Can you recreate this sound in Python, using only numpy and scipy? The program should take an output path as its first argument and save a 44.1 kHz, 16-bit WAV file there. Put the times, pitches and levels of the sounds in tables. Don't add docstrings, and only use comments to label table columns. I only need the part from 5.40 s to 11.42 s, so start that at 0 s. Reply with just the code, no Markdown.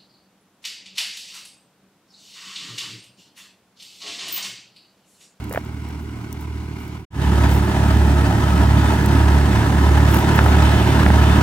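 import sys
import numpy as np
from scipy import signal
from scipy.fft import rfft, irfft, next_fast_len
from scipy.io import wavfile
from scipy.ndimage import uniform_filter1d, map_coordinates

SR = 44100
rng = np.random.default_rng(int(sys.argv[2]) if len(sys.argv) > 2 else 0)


def undo_db(level):
    steps = np.asarray(level, float) / 20
    return 10 ** steps


def dump(signal):
    limited = np.clip(np.atleast_2d(signal).T, -1, 1)
    pcm = np.round(limited * 32767).astype(np.int16)
    wavfile.write(sys.argv[1], SR, pcm)


N = 265526
T = np.arange(N) / SR
CUT_S = 1.68


def unit(x):
    return x / np.sqrt(np.mean(x ** 2) + 1e-20)


def along(points, hz):
    f, v = np.transpose(points)
    return np.interp(np.log(hz + 1), np.log(f + 1), v)


def curves(rows, t):
    s, *columns = np.transpose(rows)
    return [np.interp(t, s, column) for column in columns]


def wobble(rate, t):
    coarse_s = t[::32] - t[0]
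    knots = rng.standard_normal(int(2 * rate * len(t) / SR) + 9)
    return np.interp(t - t[0], coarse_s, map_coordinates(knots, [coarse_s * rate]))


def bumps(events, t):
    return sum(undo_db(db) * np.exp(-((t - s) / half_s) ** 2) for s, db, half_s in events)


def filtered(x, response):
    m = next_fast_len(x.shape[-1] + 4096)
    return irfft(rfft(x, m) * response(np.fft.rfftfreq(m, 1 / SR)), m)[..., :x.shape[-1]]


# order, engine_db, blower_db, lag_s of the cancelling moment
FAR_OVERTONES = [(2, -33.5, -40, 0.039), (3, -37, -47.5, 0.0079), (4, -46.5, -52, 0.0035),
                 (5, -47, -55.5, -0.01), (6, -48.5, -54.5, 0.0033), (7, -48, -61, -0.022),
                 (8, -54, -50, 0.0043)]
NEAR_OVERTONES = [(1, -59, -51, .01), (2, -17, -25, 0.019), (3, -21.5, -31, -0.0027), (4, -30, -31, -0.037),
                  (5, -31, -36, -0.041), (6, -44.5, -37.5, 0.0041), (8, -37, -38, 0.0018),
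                  (10, -45, -41, 0.0096)]
# order of the full engine cycle, level_db under the strongest overtone
UNEVEN_CYLINDERS = [(5, -19), (7, -33), (10, -22.5), (11, -19), (14, -21), (17, -15), (20, -24.5),
                    (23, -16), (26, -18.5), (29, -20), (32, -22)]


def hum(t, cycles, overtones, meet_s, slip_hz):
    tone = np.zeros(len(t))
    jitter = 0.0056 * wobble(9.9, t)
    for k, engine_db, blower_db, lag_s in overtones:
        turns = k * (cycles + jitter) - 0.015 * k * k
        slipped = k * slip_hz * (t - meet_s - lag_s)
        tone += undo_db(engine_db + 0.44 * wobble(6, t)) * np.cos(2 * np.pi * turns)
        tone -= undo_db(blower_db + 1.74 * wobble(6.04, t)) * np.cos(2 * np.pi * (turns - slipped))
    top_db = max(row[1] for row in overtones)
    for k, db in UNEVEN_CYLINDERS:
        turns = k * cycles / 3 + rng.random()
        turns = turns + 0.0076 * k * wobble(9, t)
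        tone += undo_db(top_db + db + 2.07 * wobble(4.94, t)) * np.cos(2 * np.pi * turns)
    return np.sqrt(2) * tone


# first_dip_hz, spacing_hz
FAR_COMB = [(510, 646), (638, 1080)]
NEAR_COMB = [(525, 623), (585, 880)]
# frequency_hz, share of the direct sound
ECHO_SHARE = [(150, .02), (350, 0.08), (520, 0.44), (2500, 0.14), (4500, 0.065), (7000, .05)]
# start_s, share
PATH_SWAY = [(0, -0.0042), (1.6, .015), (1.75, .05), (2.7, -0.083), (3.6, -0.057), (4.4, 0.037),
             (5.0, -0.024), (6.02, 0.036)]


def echo(hz, t):
    far = t[0] < CUT_S / 2
    first_hz, spacing_hz = np.transpose(FAR_COMB if far else NEAR_COMB)[:, :, None, None]
    follows = np.array([1, 0.6])[:, None, None]
    slide = 1 + follows * curves(PATH_SWAY, t)[0]
    turns = (hz[:, None] / slide - first_hz) / spacing_hz
    grazing = 1.5 if far else 1
    share = np.clip(along(ECHO_SHARE, hz) * grazing, 0, 1)[:, None]
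    return 1 - share * np.exp(-2j * np.pi * turns)


# frequency_hz, likeness
PORT_LIKENESS = [(60, 0.96), (250, 1), (500, 0.62), (900, 0.86), (2000, 0.49), (3500, 0.64), (5000, 0.49),
                 (8000, 0.25), (10500, 0.37), (12400, 1), (15000, .99)]


def rush(t, gate, response, patchy_db):
    noise = gate * rng.standard_normal((2, len(t)))
    hz, s, (a, b) = signal.stft(noise, SR, nperseg=1024)
    patches = uniform_filter1d(rng.standard_normal(a.shape), size=8, axis=0)
    patches = unit(uniform_filter1d(patches, size=4, axis=1))
    turn = np.arccos(np.clip(along(PORT_LIKENESS, hz), 0, 1))[:, None] / 2
    common, differing = np.cos(turn) * a, np.sin(turn) * b
    pair = np.array([common + differing, common - differing])
    pair = pair * undo_db(patchy_db * patches) * echo(hz, s + t[0])
    return unit(filtered(signal.istft(pair, nperseg=1024)[1][:, :len(t)], response))


# frequency_hz, density_db
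RUMBLE_SPECTRUM = [(20, -40), (32, -11), (45, -2.5), (60, -1), (100, -1.5), (200, 0.5), (300, -1.5),
                   (400, -5), (480, -13.5), (700, -38.5)]


def rumble(t, firing):
    return rush(t, firing, lambda hz: undo_db(along(RUMBLE_SPECTRUM, hz)), patchy_db=1.5)


# frequency_hz, density_db
FAR_DRUM = [(250, -35), (420, -8.5), (525, -6.5), (561, -16), (627, -6), (783, -8), (989, -6), (1180, -11),
            (1510, -6.5), (1690, -14), (2200, -9.5), (2580, -16), (2880, -13), (3180, -19.5), (6000, -24.5),
            (7800, -51), (13200, -120)]
NEAR_DRUM = [(250, -36), (420, -5.5), (531, -2), (627, -1), (678, -3.5), (925, -2), (1130, -7.5),
             (1260, -3.5), (1510, -5.5), (1710, -5.5), (2330, -14), (3080, -17), (3360, -17.5),
             (3640, -18.5), (6000, -25.5), (7800, -46), (13200, -120)]
# centre_hz, width_hz, level_db
SHEETS = [(629, 62, 4.5), (965, 134, 2), (1284, 25, 6.5), (1705, 62, 3.5), (2555, 33, 2.5), (3060, 92, 5.5),
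          (3570, 37, 5.5)]
# frequency_hz, level_db
SIEVE_SPECTRUM = [(1800, -34), (2500, -5.5), (3100, -5), (3700, -4), (4600, -26)]
# start_s, level_db, half_length_s
SIEVES_SEEN = [
    (1.82, -7, .3),
    (5.356, -4, .2),
    (5.9, -2, .08),
]


def roar(t, firing, clatter, drum, sheets):
    def panels(hz):
        return undo_db(sum(db / (1 + (2 * (hz - centre) / width) ** 2) for centre, width, db in sheets))

    direct = rush(t, firing * clatter, lambda hz: undo_db(along(drum, hz)) * panels(hz), patchy_db=0.9)
    seen = undo_db(-15) + bumps(SIEVES_SEEN, t)
    return direct + seen * filtered(direct, lambda hz: undo_db(along(SIEVE_SPECTRUM, hz)) * panels(hz) ** 1.5)


# frequency_hz, density_db
HISS_SPECTRUM = [(2350, -23), (4000, -3.5), (6820, -3.5), (8260, -3), (10100, -8), (11800, -11),
                 (13300, -22), (14800, -13), (16000, -17.5)]


def hiss(t, firing, clatter):
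    return rush(t, np.sqrt(firing) * clatter, lambda hz: undo_db(along(HISS_SPECTRUM, hz)), patchy_db=1.35)


# start_s, firing_rate_hz
FAR_FIRING = [(0.0, 37.5), (0.074, 37.8), (1.35, 38.4), (1.438, 37.5), (1.6, 39)]
NEAR_FIRING = [(1.8, 36.2), (1.94, 35.9), (4.75, 36.7), (4.87, 37), (5.54, 36.8), (5.69, 37.3),
               (6.02, 36.7)]
# start_s, level_db
DRUM_PRESENCE = [(0, 1.2), (.4, -0.1), (1.2, -0.2), (1.6, 1.5), (1.7, -2.5), (2.8, -1), (3.5, 0),
                 (4.3, -0.5), (4.75, 2), (5.6, 2), (6.02, 2)]


def machine(t, speed, overtones, beat, levels_db, drum, sheets, puff):
    cycles = np.cumsum(curves(speed, t)[0]) / SR
    presence_db, = curves(DRUM_PRESENCE, t)
    rumble_db, roar_db, hiss_db = levels_db
    firing = np.exp(puff * np.cos(2 * np.pi * cycles) + 0.073 * wobble(40, t))
    clatter = undo_db(1.3 * wobble(150, t) + 0.53 * wobble(11, t))
    mix = undo_db(0.36 * presence_db) * hum(t, cycles, overtones, *beat)
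    mix = mix + undo_db(rumble_db + 0.8 * presence_db + 0.68) * rumble(t, firing)
    mix = mix + undo_db(roar_db + 1.2 * presence_db + 3.0) * roar(t, firing, clatter, drum, sheets)
    return mix + undo_db(hiss_db + 0.8 * presence_db + 3.0) * hiss(t, firing, clatter)


def place(out, s, sound):
    start = round(s * SR)
    out[:, start:start + sound.shape[-1]] += sound


# start_s, peak_db, left_minus_right_db
STALKS = [(0.0412, -30, -2.5), (0.0951, -28, 0.0), (0.1265, -21, 3), (.1375, -25, 0.5), (.1475, -31, 0.5),
          (0.176, -30, 0.5), (.1915, -38, 0.5), (0.2497, -37, 0.0), (0.4194, -44, 0.0), (0.4882, -33, -2),
          (0.9276, -23, 9), (1.009, -34, 1.5), (1.4794, -35, 1.0), (1.5894, -53, 0.5), (2.1858, -24, -0.5),
          (2.4373, -29, -1.0), (3.66, -15.5, 0.0), (4.5769, -28, -0.5), (4.766, -26, 0.5),
          (5.0413, -23, 0.0), (5.0593, -24, -2.0)]


def snaps(t):
    out = np.zeros((2, N + SR))
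    for s, db, pan_db in STALKS:
        snap = signal.lfilter([1, -0.45], 1, rng.standard_normal(len(t))) * undo_db(-60 * t / 0.014)
        place(out, s, undo_db(db - 5.0 + pan_db * np.array([[0.5], [-0.5]])) * snap)
    return out[:, :N]


# start_s, peak_db, ring_hz, crack_db
CLODS = [(.111, -19.5, 470, -6), (0.123, -23, 650, -8), (.137, -22, 1800, -3.5), (.147, -17.5, 556, -4),
         (.159, -15, 870, -2), (.175, -8, 640, -8), (2.278, -18.5, 790, 2), (2.91, -14, 840, -17),
         (4.348, -18, 918, -4), (4.99, -6.5, 1470, 3), (5.062, -4.5, 780, -14), (5.663, -9.5, 726, 0.5),
         (5.703, -5, 820, -12)]
GRIT = signal.butter(4, [550, 2200], "bandpass", fs=SR, output="sos")


def knocks(t):
    out = np.zeros((2, N + SR))
    crumbling = undo_db(-60 * t / 0.011) + undo_db(-14 - 60 * t / 0.06)
    for s, db, hz, crack_db in CLODS:
        t60 = 9 / hz
        ring = np.sin(2 * np.pi * hz * t) * undo_db(-60 * t / t60)
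        ring += 0.5 * np.sin(2 * np.pi * 1.75 * hz * t) * undo_db(-120 * t / t60)
        blow = 0.55 * rng.standard_normal(len(t)) - 8 * (t == t[20])
        crack = signal.sosfilt(GRIT, blow) * undo_db(crack_db + 7) * crumbling
        place(out, s, undo_db(db + 3) * (1 - np.exp(-t / 0.00041)) * (ring + crack))
    return out[:, :N]


# start_s, level_db, half_length_s
BRUSHES = [(0.138, -46, 0.033), (0.622, -55, 0.022), (1.022, -50, .02), (1.417, -54, 0.039),
           (2.137, -37, 0.042), (4.749, -34, 0.057), (4.957, -35, .01), (5.064, -41, .02)]
# frequency_hz, density_db
BRUSH_SPECTRUM = [(3000, -35), (6000, -4), (10000, -4), (15000, 4), (16000, -5)]


def rustle():
    noise = rng.standard_normal(N) + 0.36 * rng.standard_normal((2, N))
    crackle = undo_db(4.7 * wobble(300, T)) * noise
    return bumps(BRUSHES, T) * unit(filtered(crackle, lambda hz: undo_db(along(BRUSH_SPECTRUM, hz))))


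def steps():
    t = np.arange(SR // 20) / SR
    return snaps(t) + knocks(t) + rustle()


def fade():
    hush_from_s, hush_to_s, gate_s = 1.654, 1.702, 0.006
    down, up = (CUT_S - T) / 0.17, (T - hush_to_s + gate_s) / 0.2
    ramp = np.clip(np.where(T < CUT_S, down, up), 0, 1)
    bent = np.sin(np.pi / 2 * ramp) ** np.where(T < CUT_S, 1, 1.67)
    return bent * np.clip(np.maximum(hush_from_s - T, T - hush_to_s) / gate_s, 0, 1) ** 2


def scene():
    far = machine(T[T < CUT_S], FAR_FIRING, FAR_OVERTONES, beat=(0.14, 0.776),
                  levels_db=(-38, -46, -59.5), drum=FAR_DRUM, sheets=SHEETS[:3], puff=0.11)
    near = machine(T[T >= CUT_S], NEAR_FIRING, NEAR_OVERTONES, beat=(2.31, 0.795),
                   levels_db=(-24, -27.5, -43.5), drum=NEAR_DRUM, sheets=SHEETS, puff=0.066)
    return np.hstack([far, near]) + steps()


def band_limit(x):
    return signal.sosfilt(signal.butter(12, 17010, fs=SR, output="sos"), x)


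# frequency_hz, left_minus_right_db
PORT_TILT = [(60, -2.0), (110, -2.5), (200, -3), (380, -2), (700, -1), (1290, 1.5), (2380, -3.5),
             (4400, 1.5), (8120, -2.5), (15000, -1.5)]
# frequency_hz, left_lead_rad
PORT_LEAD = [(60, .04), (300, 0.18), (900, 0.81), (2000, 1.3), (5000, 1.54), (8000, 1.4), (10800, 1.5),
             (12300, .2), (13050, 3.6), (13700, 3.5), (14400, 0.5), (16000, 1)]


def record(dry):
    half = np.array([[0.5], [-0.5]])

    def ports(hz):
        return undo_db(half * along(PORT_TILT, hz)) * np.exp(1j * half * along(PORT_LEAD, hz)) * (hz < 15900)

    heard = filtered(dry, ports) * fade()
    soft = heard / (1 + np.abs(heard) ** 8) ** (1 / 8)
    return band_limit(soft)


dry = scene()
out = record(dry)
dump(out)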